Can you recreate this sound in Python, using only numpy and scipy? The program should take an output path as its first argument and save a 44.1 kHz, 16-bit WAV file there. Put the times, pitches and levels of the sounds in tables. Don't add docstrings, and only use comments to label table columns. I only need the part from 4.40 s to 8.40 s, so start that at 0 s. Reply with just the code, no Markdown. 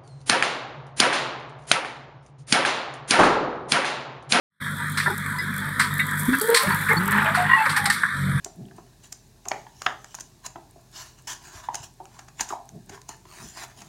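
import sys
import numpy as np
from scipy import signal
from scipy.fft import rfft, irfft
from scipy.io import wavfile

SR = 44100
rng = np.random.default_rng(int(sys.argv[2]) if len(sys.argv) > 2 else 0)


def voltage_ratio(decibels):
    exponent = np.asarray(decibels, float) / 20
    return 10 ** exponent


def wrap_up_sound(samples):
    columns = np.atleast_2d(samples).T
    tamed = np.clip(columns, -1, 1)
    steps = np.round(tamed * 32767).astype(np.int16)
    wavfile.write(sys.argv[1], SR, steps)


N = 176400


def engine():
    # start_s, third_order_hz
    speed = [
        (.2, 149.5),
        (.9, 150),
        (1.47, 146.5),
        (1.86, 151),
        (3.57, 151),
        (3.74, 141),
    ]
    third_hz, = in_time(speed)
    turns = np.cumsum(third_hz) / (3 * SR)
    return exhaust(turns) + block_clatter(turns)


def exhaust(turns):
    # multiple of firing rate, level_db
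    orders = [(1, -16), (2, -3), (3, 1.5), (4, -5.5), (5, -18)]
    # start_s, level_db
    hum_gate = [(.2, -37), (.4, -33.5), (1.0, -32.5), (1.85, -32.5), (2.1, -53.5), (2.2, -71),
                (2.27, -29.5), (2.55, -33), (2.9, -30.5), (3.13, -31), (3.22, -53), (3.32, -30),
                (3.37, -45), (3.44, -29), (3.57, -42.5), (3.7, -51), (3.76, -31), (3.88, -24.5)]
    # pitch_hz, level_db (per Hz)
    rumble_spectrum = [(41, -26), (70, -22.5), (161, -2.5), (208, -1), (347, -18), (554, -20), (800, -31.5),
                       (1040, -65), (1760, -120)]
    wobble_db, wobble_hz, rumble_db = 4, 20.4, -5.5
    hum_db, = in_time(hum_gate)
    hum = np.zeros(N)
    for k, db in orders:
        wobble = wobble_db * min(k / 3, 1) ** 2 * drift(wobble_hz)
        phase = k * turns + (k > 3) / 2
        hum += voltage_ratio(db + wobble) * np.sin(2 * np.pi * phase)
    rumble = patchy_noise(rumble_spectrum, patchy_db=2.5, rate_hz=16)
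    rumble_gain = voltage_ratio(rumble_db - 33.5 + 0.35 * (hum_db + 33))
    return voltage_ratio(hum_db) * rms_one(hum) + rumble_gain * rumble


def block_clatter(turns):
    # start_s, level_db
    load = [
        (.2, 0),
        (1.0, 0.5),
        (2.1, 4.5),
        (3.0, 4),
        (3.5, 4),
        (3.75, 1.5),
    ]
    # pitch_hz, level_db (per Hz)
    block_spectrum = [(410, -53), (700, -30), (795, -39.5), (967, -6.5), (1080, -11.5), (1150, -3),
                      (1740, 2.5), (2060, -5.5), (3000, -24), (3900, -68), (6600, -120)]
    # pitch_hz, level_db (per Hz)
    hiss_spectrum = [(2900, 1), (3450, 6), (4600, -7.5), (6200, -13.5), (8000, -3.5), (9500, -3.5),
                     (11600, -8.5), (15500, -18.5)]
    depth, jitter_db, decay_s = .2, 3.0, .006
    load_db, = in_time(load)
    fired = np.diff(np.floor(turns), prepend=0) * voltage_ratio(jitter_db * rng.standard_normal(N))
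    r = np.exp(-1 / (decay_s * SR))
    beat = rms_one(1 + depth * signal.lfilter([2], [1, -r], fired))
    block = voltage_ratio(-32) * patchy_noise(block_spectrum, patchy_db=3.0, rate_hz=8.1, count=7)
    hiss = voltage_ratio(-42) * patchy_noise(hiss_spectrum, patchy_db=3.0, rate_hz=3.8, count=9)
    return cut(voltage_ratio(load_db) * beat * (block + hiss), (2400, 3272), "stop", order=2)


def soil():
    # start_s, level_db
    pour = [
        (2.0, -53),
        (2.2, -26),
        (2.42, -35.5),
        (2.58, -38),
        (2.78, -23.5),
        (3.06, -27),
        (3.12, -27),
        (3.23, -33),
        (3.3, -23),
        (3.6, -81),
    ]
    # pitch_hz, level_db (per Hz)
    soil_spectrum = [(350, -16), (600, -13), (648, -18.5), (865, 2.5), (1670, 3.5), (3200, -12),
                     (4200, -24.5), (6000, -48), (7800, -72), (13200, -120)]
    pour_db, = in_time(pour)
    return voltage_ratio(pour_db + 2.4 * drift(31)) * patchy_noise(soil_spectrum, patchy_db=2.5, rate_hz=36, count=7)


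def clods():
    # start_s, peak_db, t60_s, brightness_db
    impacts = [(0.5719, -6.5, 0.35, -11), (1.3942, -1.5, 0.27, -13), (2.1435, -13, 0.085, 10.5),
               (2.16, -18, 0.06, 6.5), (2.169, -21.5, 0.41, 7), (1.925, -13.5, 0.25, -18),
               (2.3016, -4, 0.32, -60), (2.4858, -1.5, 0.42, -40), (2.711, -8.5, 0.38, -31),
               (2.7821, -16, 0.39, -50), (2.9452, -13.5, 0.33, -8.5), (3.255, 3.5, 0.095, -26.5),
               (3.2935, -24, 0.23, 5.5), (3.362, -8.5, 0.16, -9), (3.369, -7.5, 0.16, -21),
               (3.455, -2, 0.098, -7), (3.499, -2.5, 0.09, -8), (3.5214, -35.5, 0.5, 11.5)]
    # pitch_hz, level_db (per Hz)
    steel_spectrum = [(410, -53), (700, -42), (971, 5.5), (1840, 8.5), (2920, -16), (4300, -8),
                      (6400, -18.5), (8600, -11.5), (11500, -21), (16000, -33)]
    clod_db, spray_db, attack_s, grain_db, split_hz = -15.5, 9, .0012, .8, 2700
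    s, db, t60, bright_db = np.transpose(impacts)
    steel = patchy_noise(steel_spectrum, patchy_db=1.2, rate_hz=22.4) * voltage_ratio(grain_db * drift(100))
    dull = rms_one(cut(steel, split_hz, "low"))
    spray = rms_one(cut(steel, split_hz, "high"))
    return (dull * bursts(s, db + clod_db, t60, attack_s)
            + spray * bursts(s, db + bright_db + clod_db + spray_db, t60, attack_s))


def knocks():
    # start_s, peak_db, pitch_hz, t60_s
    stones = [(0.66, -2, 1660, 0.046), (0.668, -7, 1697, 0.06), (.676, -9.5, 984, 0.05),
              (1.595, -4, 2170, 0.031), (1.597, -19, 3520, 0.089), (1.6, -15.5, 2270, .09),
              (1.936, -21, 2695, 0.076), (1.601, -10, 1895, 0.11), (1.931, -7.5, 1696, 0.1),
              (1.94, -3, 1690, 0.055), (3.272, -5, 1890, 0.028), (3.501, -5.5, 1866, 0.067),
              (3.634, 1.9, 1743, 0.03), (3.642, -12, 1740, 0.035), (3.649, -10, 1618, 0.064),
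              (.264, -14, 1660, 0.056), (.985, -27.5, 4570, 0.14), (2.011, -18, 4400, 0.023),
              (2.464, -16, 1540, .06), (2.557, -14, 1310, .06), (2.62, -15, 1456, .06),
              (2.68, -9.5, 1400, 0.079), (2.694, -14, 1490, 0.053), (2.728, -7, 1754, 0.059),
              (2.782, -8, 1845, 0.043), (2.819, -8.5, 1420, 0.095), (2.865, -12.5, 1990, 0.067),
              (2.904, -12, 1620, .06), (2.946, -7.5, 1470, 0.066), (3.05, -8, 1864, 0.052),
              (3.688, -14.5, 1805, 0.067)]
    # multiple of pitch, level_db
    modes = [(0.621, -19.5), (0.832, -12), (0.998, -6), (1.169, -18.5)]
    out, t = np.zeros(N), np.arange(SR // 5) / SR
    attack = 1 - np.exp(-t / .0012)
    chance = rng.standard_normal((len(stones), len(modes)))
    for (s, db, hz, t60), luck in zip(stones, chance):
        ring = np.zeros(len(t))
        for (k, mode_db), z in zip(modes, luck):
            ring += voltage_ratio(mode_db + 2 * z) * np.sin(2 * np.pi * hz * k * (1 + 0.032 * z) * t)
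        i = int(s * SR)
        out[i:i + len(t)] += ring * voltage_ratio(db - 60 * t / t60) * attack
    return out * voltage_ratio(1.6 * drift(260))


def grit():
    # start_s, peak_db
    snaps = [(0.4973, -23), (0.5192, -21), (0.779, -15), (0.9852, -23), (1.1633, -17.5), (1.1804, -16),
             (1.2014, -24), (1.2554, -25), (1.5397, -16), (1.553, -21), (1.5806, -16.5), (1.6008, -14.5),
             (1.6666, -21), (1.711, -17), (1.8322, -17), (1.951, -15), (1.986, -11), (1.9977, -10),
             (2.0137, -7), (2.0166, -13), (2.0555, -16), (2.0747, -12), (2.0864, -16), (2.1017, -7.5),
             (2.2214, -18), (2.2336, -10), (2.3196, -24), (2.3461, -12), (2.4124, -19), (2.5311, -13.5),
             (2.6569, -13), (2.6784, -12), (2.71, -12.5), (2.7192, -11.5), (2.7561, -21), (2.7791, -18),
             (2.8454, -24), (3.024, -23), (3.4426, -17)]
    snap_db, t60_s = -7.5, 0.011
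    ticks_per_s, tick_db, peak_s, spread_s, ends_s = 420, -46.5, 2.21, 0.35, 3.2
    s, db = np.transpose(snaps)
    t = np.arange(N) / SR
    swell = 0.39 + np.exp(-.5 * ((t - peak_s) / spread_s) ** 2)
    cloud = swell / (1 + np.exp((t - ends_s) / 0.072))
    tick_gain = voltage_ratio(tick_db + 2.96 * np.minimum(rng.exponential(1, N), 4))
    ticks = (rng.random(N) < ticks_per_s * cloud / SR) * tick_gain
    dust = signal.lfilter([1], [1, -voltage_ratio(-60 / (t60_s * SR))], ticks)
    gate = dust + bursts(s, db + snap_db, s * 0 + t60_s, .0001)
    wash_noise = cut(rng.standard_normal(N), (9100, 15600), "band", order=2)
    wash = voltage_ratio(-40.5 + 0.52 * drift(25)) * cloud * wash_noise
    return cut(gate * rng.standard_normal(N), (8070, 14100), "band", order=2) * 1.89 + wash


def groans():
    # start_s, length_s, start_hz, end_hz, level_db
    pins = [(1.872, 0.074, 234.2, 272, -19), (1.95, 0.044, 262, 273, -27.5), (2.01, 0.059, 415, 467, -25),
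            (2.079, 0.074, 467, 465, -16.5), (2.17, 0.068, 462, 438, -34.5),
            (2.262, 0.054, 193, 186.5, -22.5), (2.55, 0.13, 154.4, 221, -22), (2.68, 0.14, 208.6, 208, -26),
            (2.97, 0.074, 722, 729, -19.5), (3.158, 0.08, 896, 854, -18), (2.152, 0.062, 1045, 1047, -22.5)]
    # start_s, length_s, start_hz, end_hz, level_db
    squeals = [(3.09, 0.082, 1950, 1895, -17), (3.175, .05, 1860, 2300, -33),
               (3.09, 0.083, 1060, 1100, -21), (2.5, 0.026, 2150, 2130, -23), (3.1, 0.058, 2850, 2820, -33),
               (3.178, 0.041, 2620, 2660, -30), (3.03, 0.028, 1870, 1850, -23.5),
               (.98, .035, 2000, 2000, -26.5), (2.315, 0.013, 4450, 4450, -34.5),
               (.68, 0.049, 950, 780, -31.5), (1.05, 0.059, 980, 1100, -40)]
    # start_s, length_s, pitch_hz, level_db
    panels = [(0.355, 0.087, 950, -37), (0.666, 0.066, 387, -31.5), (0.922, 0.069, 987, -35),
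              (1.2, 0.095, 892, -43), (2.49, 0.055, 456.6, -31), (1.633, 0.11, 995, -36.5),
              (1.809, 0.071, 990, -34), (2.23, 0.055, 591, -32.5), (2.281, 0.082, 953, -28.5),
              (2.498, 0.082, 874, -32.5), (2.568, 0.016, 4440, -29.5), (2.74, 0.15, 861, -28.5),
              (2.844, 0.077, 662, -30), (3.264, 0.016, 572, -30), (3.355, 0.15, 822, -29.5)]
    steady = [(s, length, hz, hz, db) for s, length, hz, db in panels]
    return (tones(pins, rough_db=2.5, waver_hz=5.1)
            + tones(squeals + steady, rough_db=3.5, waver_hz=19.7))


def tones(rows, rough_db, waver_hz):
    rise, overtone_db, halo_db = 0.12, -13.5, -18.0
    out, wander = np.zeros(N), waver_hz * drift(60)
    for s, length, start_hz, end_hz, db in rows:
        i, n = int(s * SR), int(1.3 * length * SR)
        u = np.arange(n) / n
        hz = start_hz + (end_hz - start_hz) * u + wander[i:i + n] * (1 + start_hz / 4000)
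        phase = 2 * np.pi * np.cumsum(hz) / SR
        shape = np.minimum(u / rise, 1) * np.sin(np.pi / 2 * np.minimum(2 - 2 * u, 1))
        tone = np.sin(phase)
        if start_hz < 1000 and not 230 < start_hz < 300:
            tone = tone + voltage_ratio(overtone_db) * (np.sin(2 * phase) + np.sin(3 * phase) / 5)
        out[i:i + n] += voltage_ratio(db) * shape * tone
    return out * voltage_ratio(rough_db * drift(52)) * (1 + voltage_ratio(halo_db + rough_db) * drift(119))


def puffs():
    # start_s, peak_db, t60_s
    breaths = [
        (1.775, -33.5, .3),
        (1.793, -28, 0.11),
        (1.85, -35, 0.26),
        (2.012, -22, 0.12),
        (2.49, -33, 0.18),
        (3.522, -31.5, .2),
        (3.37, -29, 0.12),
    ]
    air = rms_one(cut(rng.standard_normal(N), (7750, 12900), "band", order=2))
    return air * bursts(*np.transpose(breaths), 0.0017)


def port(x):
    # pitch_hz, width_hz, level_db
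    dips = [(2760, 200, -2), (5010, 170, -2.5), (6640, 610, -5), (10550, 200, -5), (13700, 400, -4)]
    hz = np.arange(N // 2 + 1) * SR / N
    dip_db = sum(db * np.exp(-.5 * ((hz - at_hz) / width) ** 2) for at_hz, width, db in dips)
    return irfft(rfft(x) * voltage_ratio(dip_db), N)


def rms_one(x):
    return x / np.sqrt(np.mean(x ** 2) + 1e-20)


def in_time(rows):
    s, *columns = np.transpose(rows)
    return [np.interp(np.arange(N) / SR, s, c) for c in columns]


def cut(x, hz, kind, order=4):
    return signal.sosfilt(signal.butter(order, hz, kind, fs=SR, output="sos"), x)


def drift(rate_hz):
    r = np.exp(-40 * np.pi * rate_hz / SR)
    slow = signal.lfilter([1], [1, -2 * r, r * r], rng.standard_normal(N // 20 + 2002))[2000:]
    return np.interp(np.arange(N) / 20, np.arange(len(slow)), rms_one(slow - slow.mean()))


def patchy_noise(spectrum, patchy_db, rate_hz, count=3):
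    octave = np.log2(np.maximum(np.arange(N // 2 + 1) * SR / N, 1))
    hz, db = np.transpose(spectrum)
    shaped = rfft(rng.standard_normal(N)) * voltage_ratio(np.interp(octave, np.log2(hz), db, -90, -90))
    shared = drift(rate_hz)
    out = np.zeros(N)
    for centre in np.arange(np.log2(hz[0]) - .3, np.log2(hz[-1]) + .4, 1 / count):
        band = irfft(shaped * np.clip(1 - count * abs(octave - centre), 0, 1), N)
        out += band * voltage_ratio(patchy_db * (0.47 * shared + drift(rate_hz)))
    return rms_one(out)


def bursts(s, db, t60, attack_s):
    out = np.zeros(N + SR)
    t = np.arange(SR // 2) / SR
    attack = 1 - np.exp(-t / attack_s)
    for start, level_db, ring in zip(s, db, t60):
        i = int(start * SR)
        out[i:i + len(t)] += voltage_ratio(level_db - 60 * t / max(ring, .003)) * attack
    return out[:N]


def scene():
    return port(engine() + soil() + clods() + knocks() + grit() + groans() + puffs())[None]


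def band_limit(x):
    return signal.sosfilt(signal.butter(12, 16450, fs=SR, output="sos"), x)


def record(dry):
    start_s, near_silence = 0.2002, voltage_ratio(-45.5)
    t = np.arange(N) / SR
    times = [start_s - .1, start_s - .05, start_s, start_s + 0.018]
    gain = np.interp(t, times, [0, near_silence, near_silence, 1])
    return band_limit(cut(dry * gain, 15650, "low", order=40))


dry = scene()
out = record(dry)
wrap_up_sound(out)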